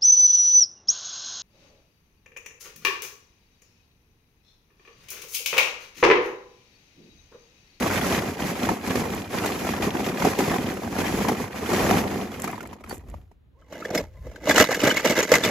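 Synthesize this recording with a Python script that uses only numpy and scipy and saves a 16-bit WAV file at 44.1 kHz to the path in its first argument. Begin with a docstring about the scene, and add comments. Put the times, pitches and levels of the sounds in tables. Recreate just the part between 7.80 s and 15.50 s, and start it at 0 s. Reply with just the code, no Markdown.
"""First, balls: outdoors, close to the phone, a hand sweeps a pit of hollow plastic balls that thud, clack and rub.
Crowds of chance contacts ring shell modes, noise cracks and rubs; dry ticks, most of them as the pit settles.
Then a plastic tub of small metal toy cars is gripped, lifted and carried: contacts drum the tub and ring the cars.
Handling rumbles in the phone as low noise over quiet air; far away a faint hoot, two sine tones, sounds twice."""
import sys
import numpy as np
from scipy import signal
from scipy.fft import rfft, irfft, next_fast_len
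from scipy.io import wavfile
from scipy.ndimage import uniform_filter1d, map_coordinates

SR = 44100
rng = np.random.default_rng(int(sys.argv[2]) if len(sys.argv) > 2 else 0)


def generate_wav(sig):
    """Save sig (samples, or channels by samples) to the path in sys.argv[1] as 16-bit PCM at SR."""
    pcm = np.round(np.clip(np.atleast_2d(sig).T, -1, 1) * 32767).astype(np.int16)
    wavfile.write(sys.argv[1], SR, pcm)


N = 339570  # length [samples]

# Levels in the tables are relative: each layer is balanced again where it is mixed.


def amp(db):
    """Gain of a level in dB."""
    return 10 ** (np.asarray(db) / 20)


def unit(x):
    """x at rms 1."""
    return x / np.sqrt(np.mean(x ** 2) + 1e-20)


def along(points, hz):
    """Interpolate (frequency [Hz], value) points on a log frequency axis."""
    point_hz, value = np.transpose(points)
    return np.interp(np.log(hz + 1), np.log(point_hz + 1), value)


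def wobble(rate):
    """A smooth random curve through normally distributed knots, rate knots a second."""
    knots = rng.standard_normal(int(N * rate / SR) + 4)
    return map_coordinates(knots, [np.arange(N) * rate / SR])


def filtered(x, response):
    """x times a complex response of frequency."""
    size = next_fast_len(N + 8192)
    spectrum = rfft(x, size) * response(np.fft.rfftfreq(size, 1 / SR))
    return irfft(spectrum, size)[..., :N]


def hiss(spectrum):
    """Coloured noise of rms 1."""
    return unit(filtered(rng.standard_normal(N), lambda hz: amp(along(spectrum, hz))))


def swells(s, held, db, rise_db_s, fall_db_s):
    """Level in dB per sample of overlapping swells: each rises steadily, holds and falls steadily."""
    t = np.arange(0, N / SR + .01, .002)[:, None]  # a coarse 2 ms grid
    before = np.maximum(s - t, 0)
    after = np.maximum(t - s - np.abs(held), 0)
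    each_db = db - rise_db_s * before - fall_db_s * after
    total_db = 10 * np.log10(np.sum(amp(each_db) ** 2, axis=1) + 1e-14)
    return np.interp(np.arange(N) / SR, t[:, 0], total_db)


def swarm(rate, spread_db, lo_hz, hi_hz):
    """Times, levels and favoured pitches of chance contacts, rate a second; a large spread lifts a few high."""
    u = rng.random((int(rate * N / SR), 3))
    s = u[:, 0] * N / SR
    size_db = -spread_db * np.log(1 - .98 * u[:, 1])
    hz = lo_hz * (hi_hz / lo_hz) ** u[:, 2]
    return s, size_db, hz


def train(s, gain):
    """One impulse for each contact."""
    return np.bincount(np.clip((s * SR).astype(int), 0, N - 1), gain, N)


def ring(s, db, modes, near_hz, fall_db, scatter_db, roll):
    """Every contact rings the modes at new strengths and signs; where it lands favours those near near_hz.
    Modes weaken by fall_db an octave away; a contact rolls on for up to roll seconds, so they start apart."""
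    luck = rng.standard_normal((len(s), 2, len(modes)))
    late = roll * rng.random((len(s), len(modes)))
    out = np.zeros(N)
    for k, (hz, width, mode_db) in enumerate(modes):
        r, w = np.exp(-np.pi * abs(width) / SR), 2 * np.pi * hz / SR
        favour_db = mode_db - fall_db * np.abs(np.log2(hz / near_hz))
        strength = amp(db + favour_db + scatter_db * luck[:, 0, k])
        push = train(s + late[:, k], np.sign(luck[:, 1, k]) * strength)
        poles = [1, -2 * r * np.cos(w), r * r]
        # the resonance acts twice: springy walls give a round swell, not a click
        swell = signal.lfilter([np.e * (1 - r) * np.sin(w)], poles, push)
        out += signal.lfilter([1, 0, -r], poles, swell)
    return out


def pings(s, db, hz, width_hz, chord_db):
    """Every contact sounds a short note with two chance overtones: no two shells or car bodies are tuned alike."""
    t = np.arange(SR // 40) / SR
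    luck = rng.random((len(s), 2))
    notes = np.sin(2 * np.pi * np.outer(hz, t))
    for k in range(2):
        overtone_hz = hz * (1.238 + k * 0.606 + 0.593 * luck[:, k])
        notes += amp(chord_db) * np.sin(2 * np.pi * np.outer(overtone_hz, t))
    u = np.pi * np.abs(width_hz) * t
    swell = np.e * u * np.exp(-u)  # rises to 1, then dies away
    at = (s * SR).astype(int)[:, None] + np.arange(len(t))
    return np.bincount(at.ravel(), (amp(db)[:, None] * swell * notes).ravel(), N + SR)[:N]


def crack(s, db, spectrum, t60, size=130):
    """A puff of noise at every contact, its onset smoothed over size samples, dying 60 dB in t60 seconds."""
    fade = signal.lfilter([1], [1, -amp(-60 / (abs(t60) * SR))], train(s, amp(db)))
    return hiss(spectrum) * uniform_filter1d(fade, size=size, origin=size // 3)


def placed(x, spread, t60):
    """Direct sound plus a short scatter off the neighbours that reaches the two ports with opposite sign."""
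    t = np.arange(SR // 10) / SR
    tail = rng.standard_normal(len(t)) * amp(-60 * t / t60)
    scatter = signal.fftconvolve(x, tail / np.linalg.norm(tail))[:N]
    side = filtered(scatter, lambda hz: amp(along(spread, hz)))
    return np.array([x + side, x - side])


# Resonances of a ball's shell and trapped air: (frequency [Hz], width [Hz], level [dB])
BALL_MODES = [(94, 75, -3.5), (196.5, 88, -1.5), (247, 94, -1.5), (364, 177, 0.5), (476, 302, 0),
              (741, 192, -0.5), (963, 290, 0.5), (1174, 296, -1), (1695, 280, -15.5), (1935, 470, 3),
              (2432, 99, -7), (3070, 1230, 8.5)]
# Colour of plastic skins rubbing and cracking together: (frequency [Hz], level per Hz [dB])
RUB_COLOUR = [(60, -43.5), (300, 7), (800, -7), (2200, -3.5), (3300, -12.5), (6500, -11), (10000, -13),
              (13000, -16.5), (16000, -16.5)]


def ball_crowd(thud_db, rub_db):
    """Chance contacts in one crowd: low thuds of pushed balls, then brighter clatter, ticks and rubbing."""
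    s, size_db, hz = swarm(90, spread_db=-0.5, lo_hz=82.5, hi_hz=665)
    thuds = unit(ring(s, size_db, BALL_MODES, hz, fall_db=12.0, scatter_db=2.5, roll=0.006005))
    s, size_db, hz = swarm(65, spread_db=4.0, lo_hz=452.5, hi_hz=2814)
    clatter = unit(ring(s, size_db, BALL_MODES, hz, fall_db=15.5, scatter_db=0.5, roll=0.00382))
    clatter += 1.3 * unit(pings(s, size_db - 6 * np.log2(hz), hz, width_hz=114, chord_db=-2.5))
    ticks = unit(crack(s, size_db, RUB_COLOUR, t60=0.043))
    # smooth skins sliding past each other
    slide = hiss(RUB_COLOUR) * amp(np.minimum(1.8 * wobble(13) + 5.4 * wobble(35), 8))
    slide *= amp(1.7 * np.clip(thud_db + 33.5, -15, 0))  # a settling pit knocks but hardly slides
    rubbing = 0.85 * clatter + 0.7 * ticks + 0.86 * slide
    return amp(thud_db - 9.0) * thuds + amp(rub_db - 12.0) * rubbing


# Hardest ball-on-ball knocks: (time [s], level [dB], favoured frequency [Hz], crack relative to level [dB])
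BALL_KNOCKS = [(0.313, -23, 1060, -20), (0.888, -13.5, 904, -13.5), (0.908, -15, 304, -25),
               (1.073, -26, 407, -2), (1.154, -18, 486, -8), (1.54, -19, 645, -17), (1.658, -20, 590, -1.5),
               (2.078, -16, 464, -28.5), (2.148, -21, 810, -19), (2.447, -9, 570, -14),
               (2.468, -15, 430, -25), (2.587, -17, 412, -4), (2.604, -15.5, 810, -12),
               (3.185, -17, 510, -11), (3.448, -21, 1010, -19), (3.484, -14, 850, -7),
               (3.493, -16, 806, -26), (3.514, -14.5, 302, -25), (3.93, -15.5, 610, -6.5),
               (4.108, -12.5, 716, -10), (4.17, -16.5, 564, -11), (4.641, -20.5, 910, -8),
               (4.675, -24.5, 1270, -13), (4.69, -26, 740, -25), (4.729, -24.5, 977, -24.5),
               (4.777, -33, 980, -14), (4.805, -29.5, 1420, -10), (4.852, -34, 900, -19),
               (4.929, -35.5, 940, -6), (5.007, -38, 600, -16), (5.038, -35.5, 1280, -8.5),
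               (5.108, -28, 810, -9.5), (5.124, -25.5, 300, -15.5), (5.284, -38, 250, -13),
               (5.339, -34.5, 610, -19.5), (5.513, -44.5, 420, -19)]


def ball_knocks(spot):
    """Every sixth hard knock: the shell's own note over a hollow thud, with a long and a short puff of noise."""
    s, db, hz, crack_db = np.transpose(BALL_KNOCKS[spot::6])
    both_s, both_db = np.r_[s, s], np.r_[db - 4, db - 6]
    both_hz = np.r_[hz, rng.uniform(200, 330, len(s))]
    hard = ring(both_s, both_db, BALL_MODES, both_hz, fall_db=11.5, scatter_db=3.0, roll=0.00506)
    hard += pings(s, db - 5.5, hz, width_hz=114, chord_db=-8.0)
    hard += crack(s, db + crack_db, RUB_COLOUR, t60=0.067)
    hard += crack(s, db + crack_db - 7.0, RUB_COLOUR, t60=0.0052, size=24)
    return hard


# Pushes of the hand that send the balls tumbling:
# (time at full strength [s], held [s], thud level [dB], rub relative to thud [dB])
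HAND_PUSHES = [(0.0, 0.38, -25, -4), (0.462, 0.04, -28.5, -7), (0.618, 0.1, -29, -4),
               (0.83, 0.069, -24, -7), (1.07, 0.029, -28, -4), (1.165, 0.037, -24, -7),
               (1.29, 0.11, -29.5, -8), (1.554, 0.18, -27, -4.5), (1.842, 0.073, -27, -3.5),
               (2.019, 0.029, -22.5, -6), (2.15, 0.17, -27, -7.5), (2.42, 0.066, -24, -3.5),
               (2.597, 0.17, -24.5, -6.5), (2.77, 0.14, -27, -10), (2.97, 0.16, -31, -9),
               (3.19, 0.22, -26.5, -6), (3.47, 0.026, -24.5, -6.5), (3.59, 0.044, -30, -6.5),
               (3.749, 0.37, -34, -5), (3.924, 0.25, -21, -7), (4.219, 0.21, -28, -10.5),
               (4.531, 0.19, -35, -5), (4.76, 0.15, -40, -9), (5.105, 0.029, -39.5, -7),
               (5.3, 0.051, -47.5, -12.5)]
PUSH_RISE_DB_S, PUSH_FALL_DB_S = 165.5, 144.5
# Scatter among the balls: (frequency [Hz], scattered relative to direct [dB])
PIT_SCATTER = [(60, -10.5), (200, -17), (700, -6.5), (2400, -3.5), (7000, -2.5), (9000, -18)]


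def balls():
    """Crowds of balls at six spots tumble with each push of the hand; the hardest knocks stand out."""
    s, held, db, over_db = np.transpose(HAND_PUSHES)
    thud_db = swells(s, held, db, PUSH_RISE_DB_S, PUSH_FALL_DB_S)
    rub_db = swells(s, held, db + over_db, PUSH_RISE_DB_S, PUSH_FALL_DB_S)
    out = 0
    for spot in range(6):
        near_sound = ball_crowd(thud_db, rub_db) + ball_knocks(spot)
        out = out + placed(near_sound, PIT_SCATTER, t60=0.015)
    return out


# Shifts of the grip on the phone: (time at full strength [s], held [s], rumble level [dB])
GRIP_SHIFTS = [(3.33, 0.038, -32.5), (5.12, .02, -37.5), (5.28, 0.098, -36.5), (5.5, 0.011, -53.5),
               (6.23, 0.015, -36.5), (6.42, 0.073, -36), (6.7, .02, -41)]
GRIP_RISE_DB_S, GRIP_FALL_DB_S = 119, 144
STILL_DB = -55  # rumble of a hand at rest
# Colour of the handling rumble: (frequency [Hz], level per Hz [dB])
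RUMBLE_COLOUR = [(20, -4), (59, 12), (84, 5), (150, -8.5), (350, -47.5)]
# Colour of the quiet air: (frequency [Hz], level per Hz [dB])
AIR_COLOUR = [(60, -20), (100, -9), (300, -18.5), (770, -32), (4000, -43), (6000, -70)]
AIR_DB = -63.5


def surroundings():
    """Low rumble from the hand that holds the phone, over quiet air with separate noise at each port."""
    s, held, db = np.transpose(GRIP_SHIFTS)
    grip = np.hypot(amp(swells(s, held, db, GRIP_RISE_DB_S, GRIP_FALL_DB_S)), amp(STILL_DB))
    mid, side = hiss(RUMBLE_COLOUR), 0.19 * hiss(RUMBLE_COLOUR)
    air = amp(AIR_DB) * np.array([hiss(AIR_COLOUR), hiss(AIR_COLOUR)])
    return grip * np.array([mid + side, mid - side]) + air


# Thin bright ticks as balls part: (time [s], level [dB])
PARTING_TICKS = [(1.349, -29), (2.94, -33), (4.5997, -30.5), (4.62, -24), (4.642, -25), (4.677, -28),
                 (4.714, -31.5), (4.829, -39), (4.8736, -38.5), (5.096, -33), (5.18, -40.5), (5.3, -43.5)]
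# A bright scrape as the arm leaves the pit: (time [s], held [s], level [dB])
ARM_SCRAPE = (5.092, 0.056, -47.5)
CHATTER_HZ, CHATTER_DB = 4540, 4.5  # the scrape chatters on one note; level relative to the scrape
ARM_RISE_DB_S, ARM_FALL_DB_S = 1499, 499.5
# Colour of ticks and scrape: (frequency [Hz], level per Hz [dB])
BRIGHT_COLOUR = [(500, -20.5), (2500, -2.5), (4500, -14.5), (7500, 7.5), (12500, -1.5), (16000, -1)]


def ticks_and_scrape():
    """Dry ticks among the balls, most of them as the pit settles, and one scrape of fluttering noise and pings."""
    s, db = np.transpose(PARTING_TICKS)
    ticks = crack(s, db + 3.5, BRIGHT_COLOUR, t60=0.0079, size=24)
    scrape_db = swells(*np.transpose([ARM_SCRAPE]), ARM_RISE_DB_S, ARM_FALL_DB_S)
    scrape = amp(scrape_db + 2.8 * wobble(110)) * hiss(BRIGHT_COLOUR)
    at, _, level_db = ARM_SCRAPE
    chatter_s = at + .025 * rng.random(5)
    chatter_db, chatter_hz = np.full(5, level_db + CHATTER_DB), np.full(5, CHATTER_HZ)
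    scrape += pings(chatter_s, chatter_db, chatter_hz, width_hz=130, chord_db=-12)
    return placed(ticks + scrape, PIT_SCATTER, t60=0.024)


# Notes of the faint hoot far away: (time [s], held [s], tone level [dB], octave level [dB])
HOOT_NOTES = [(5.78, 0.092, -63, -64), (6.3, .07, -58, -82), (6.36, 0.088, -75, -60)]
HOOT_HZ, HOOT_EDGE_DB_S = 523, 603  # centre of the wavering pitch; rise and fall


def hoots():
    """A soft sine tone with its octave, wavering in pitch and level."""
    s, held, tone_db, octave_db = np.transpose(HOOT_NOTES)
    tone = amp(swells(s, held, tone_db, HOOT_EDGE_DB_S, HOOT_EDGE_DB_S))
    octave = amp(swells(s, held, octave_db, HOOT_EDGE_DB_S, HOOT_EDGE_DB_S))
    phase = 2 * np.pi * np.cumsum(HOOT_HZ + 20 * wobble(80)) / SR
    out = amp(5.6 * wobble(45)) * (tone * np.sin(phase) + octave * np.sin(2 * phase))
    return out * amp([[-3], [2]])  # left, right


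# Resonances of the plastic tub: (frequency [Hz], width [Hz], level [dB])
TUB_MODES = [(192, 130, -2), (306, 140, -0.5), (476, 158, 0.5), (619, 105, -2.5), (870, 147, -7.5)]
# Resonances of the metal car bodies: (frequency [Hz], width [Hz], level [dB])
CAR_MODES = [(1252, 140, -2), (1657, 190, 0.5), (2028, 100, -2), (2192, 77, -6), (2900, 35, -15.5),
             (3860, 330, -3.5)]
# Colour of cars scraping and cracking: (frequency [Hz], level per Hz [dB])
SCRAPE_COLOUR = [(200, -1), (900, 0), (2000, 1), (3500, -7.5), (7000, -6.5), (10000, -17), (13000, -12.5),
                 (16000, -19)]


def car_crowd(drum_db, rattle_db):
    """Chance contacts of the sliding cars drum the tub, ring the metal bodies and scrape."""
    s, size_db, hz = swarm(110, spread_db=2.0, lo_hz=1380, hi_hz=3290)
    drumming = unit(ring(s, size_db, TUB_MODES, 450, fall_db=2.5, scatter_db=5.5, roll=0.00413))
    rattle = unit(ring(s, size_db, CAR_MODES, hz, fall_db=24.0, scatter_db=4.0, roll=0.00295))
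    rattle += unit(crack(s, size_db, SCRAPE_COLOUR, t60=0.005))
    s, size_db, hz = swarm(110, spread_db=-0.5, lo_hz=912, hi_hz=6960)
    rattle += 0.7 * unit(pings(s, size_db - 5.3 * np.log2(hz), hz, width_hz=140, chord_db=-1.0))
    slide = hiss(SCRAPE_COLOUR) * amp(2.7 * wobble(23))
    return amp(drum_db - 6.5) * drumming + amp(rattle_db - 13.0) * (rattle + 0.34 * slide)


# Hardest clacks of the cars: (time [s], level [dB], favoured frequency [Hz], crack relative to level [dB])
CAR_CLACKS = [(5.82, -43.5, 1265, -35), (5.924, -24.5, 644, -20.5), (6.022, -25.5, 1346, -32.5),
              (6.05, -21.5, 1780, -17.5), (6.103, -19, 710, -18.5), (6.149, -16.5, 620, -5.5),
              (6.174, -16.5, 2200, -16.5), (6.176, -15, 5140, -14), (6.199, -20, 555, -20.5),
              (6.466, -31, 520, -30), (6.514, -33, 645, -20), (6.558, -31.5, 1550, -15),
              (6.635, -21, 460, -38), (6.671, -8.5, 608, -25.5), (6.694, -7.5, 2100, -13),
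              (6.709, -3, 1670, -14), (6.759, -11.5, 2930, -6.5), (6.779, -3.5, 725, -7.5),
              (6.8, -6.5, 410, -6), (6.89, -13, 510, -32), (6.914, -12.5, 762, -10.5),
              (6.945, -13.5, 1640, -8), (7.001, -17.5, 2940, -10), (7.033, -11, 617, -16),
              (7.071, -11, 546, -9.5), (7.102, -10, 3000, -22), (7.111, -11, 1540, -14.5),
              (7.168, -10.5, 2200, -12), (7.249, -7, 534, -16), (7.305, -13.5, 552, -10),
              (7.364, -10.5, 1666, -16), (7.388, -10.5, 500, -10), (7.427, -12, 433, -11.5),
              (7.428, -17.5, 6700, -26), (7.517, 1, 463, -14.5), (7.538, -2, 2040, -13),
              (7.553, -11, 2080, -3), (7.636, -11, 3540, -11), (7.648, -15, 2410, -3)]


def car_clacks(spot):
    """Every third hard clack rings tub and bodies together, with a note of its own and a puff of noise."""
    s, db, hz, crack_db = np.transpose(CAR_CLACKS[spot::3])
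    modes = [*TUB_MODES, *CAR_MODES]
    hard = ring(s, db - 5.0, modes, hz, fall_db=37.0, scatter_db=0.5, roll=0.00301)
    hard += pings(s, db - 8.5, hz, width_hz=95, chord_db=-13)
    hard += crack(s, db + crack_db + 0.5, SCRAPE_COLOUR, t60=0.063, size=50)
    return hard


# Jolts of the tub, and one long steady rattle while it is carried:
# (time at full strength [s], held [s], drumming level [dB], rattle relative to drumming [dB])
TUB_MOTION = [(5.8, 0.062, -63, -4.5), (5.928, 0.28, -37.5, -6), (6.149, 0.024, -22.5, -10.5),
              (6.33, 0.18, -58.5, -3.5), (6.469, 0.1, -44, -8.5), (6.697, 0.011, -17.5, -3),
              (6.72, 1, -34, 1), (6.785, 0.031, -16, 3), (6.92, 0.0097, -23, 1.5), (7.044, 0.04, -17, -1),
              (7.17, .01, -28.5, 7), (7.264, 0.039, -19.5, 0.5), (7.38, 0.033, -22, 2.5),
              (7.529, 0.023, -16.5, -2), (7.65, 0.036, -22, -0.5)]
# the rattle falls a little more slowly than the drumming
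TUB_RISE_DB_S, DRUM_FALL_DB_S, RATTLE_FALL_DB_S = 394, 287, 272.5
# Scatter within the tub: (frequency [Hz], scattered relative to direct [dB])
TUB_SCATTER = [(60, -13), (200, -28.5), (700, -10.5), (2400, -5), (7000, 0), (9000, -12.5)]


def tub():
    """The cars slide and tumble at three spots, in jolts over one long steady rattle; hard clacks stand out."""
    s, held, db, over_db = np.transpose(TUB_MOTION)
    drum_db = swells(s, held, db, TUB_RISE_DB_S, DRUM_FALL_DB_S)
    rattle_db = swells(s, held, db + over_db, TUB_RISE_DB_S, RATTLE_FALL_DB_S)
    out = 0
    for spot in range(3):
        near_sound = car_crowd(drum_db, rattle_db) + car_clacks(spot)
        out = out + placed(near_sound, TUB_SCATTER, t60=0.0089)
    return out


def scene():
    """Everything at the two microphone ports; pit and tub lean slightly to the right."""
    pit = (balls() + ticks_and_scrape()) * amp([[-.6], [.6]])
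    cars = tub() * amp([[-.4], [.4]])
    return pit + surroundings() + hoots() + cars


# Treble phase difference between left and right: (frequency [Hz], left leads by [rad])
PORT_PHASE = [(3000, 0), (5500, -.6), (6750, .3), (8350, 2.9), (9500, 3.3), (10600, 5.3), (13700, 7),
              (14700, 9.25), (15700, 9.5)]
TOP_HZ = 15750  # nothing passes from here up


def record(dry):
    """A bass cut, a left-right treble phase difference that grows with frequency, soft clipping, a band limit."""
    def port_response(hz):
        """Second-order bass cut at 40 Hz, with half the phase difference given to each side."""
        bass_cut = (1j * hz / (1j * hz + 40)) ** 2
        turn = np.exp(.5j * np.outer([1, -1], along(PORT_PHASE, hz)))
        return bass_cut * turn

    x = filtered(dry, port_response)
    x = x / (1 + np.abs(x / .9) ** 4) ** (1 / 4)  # bends smoothly towards a ceiling of 0.9
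    return filtered(x, lambda hz: hz < TOP_HZ)


dry = scene()
out = record(dry)
generate_wav(out)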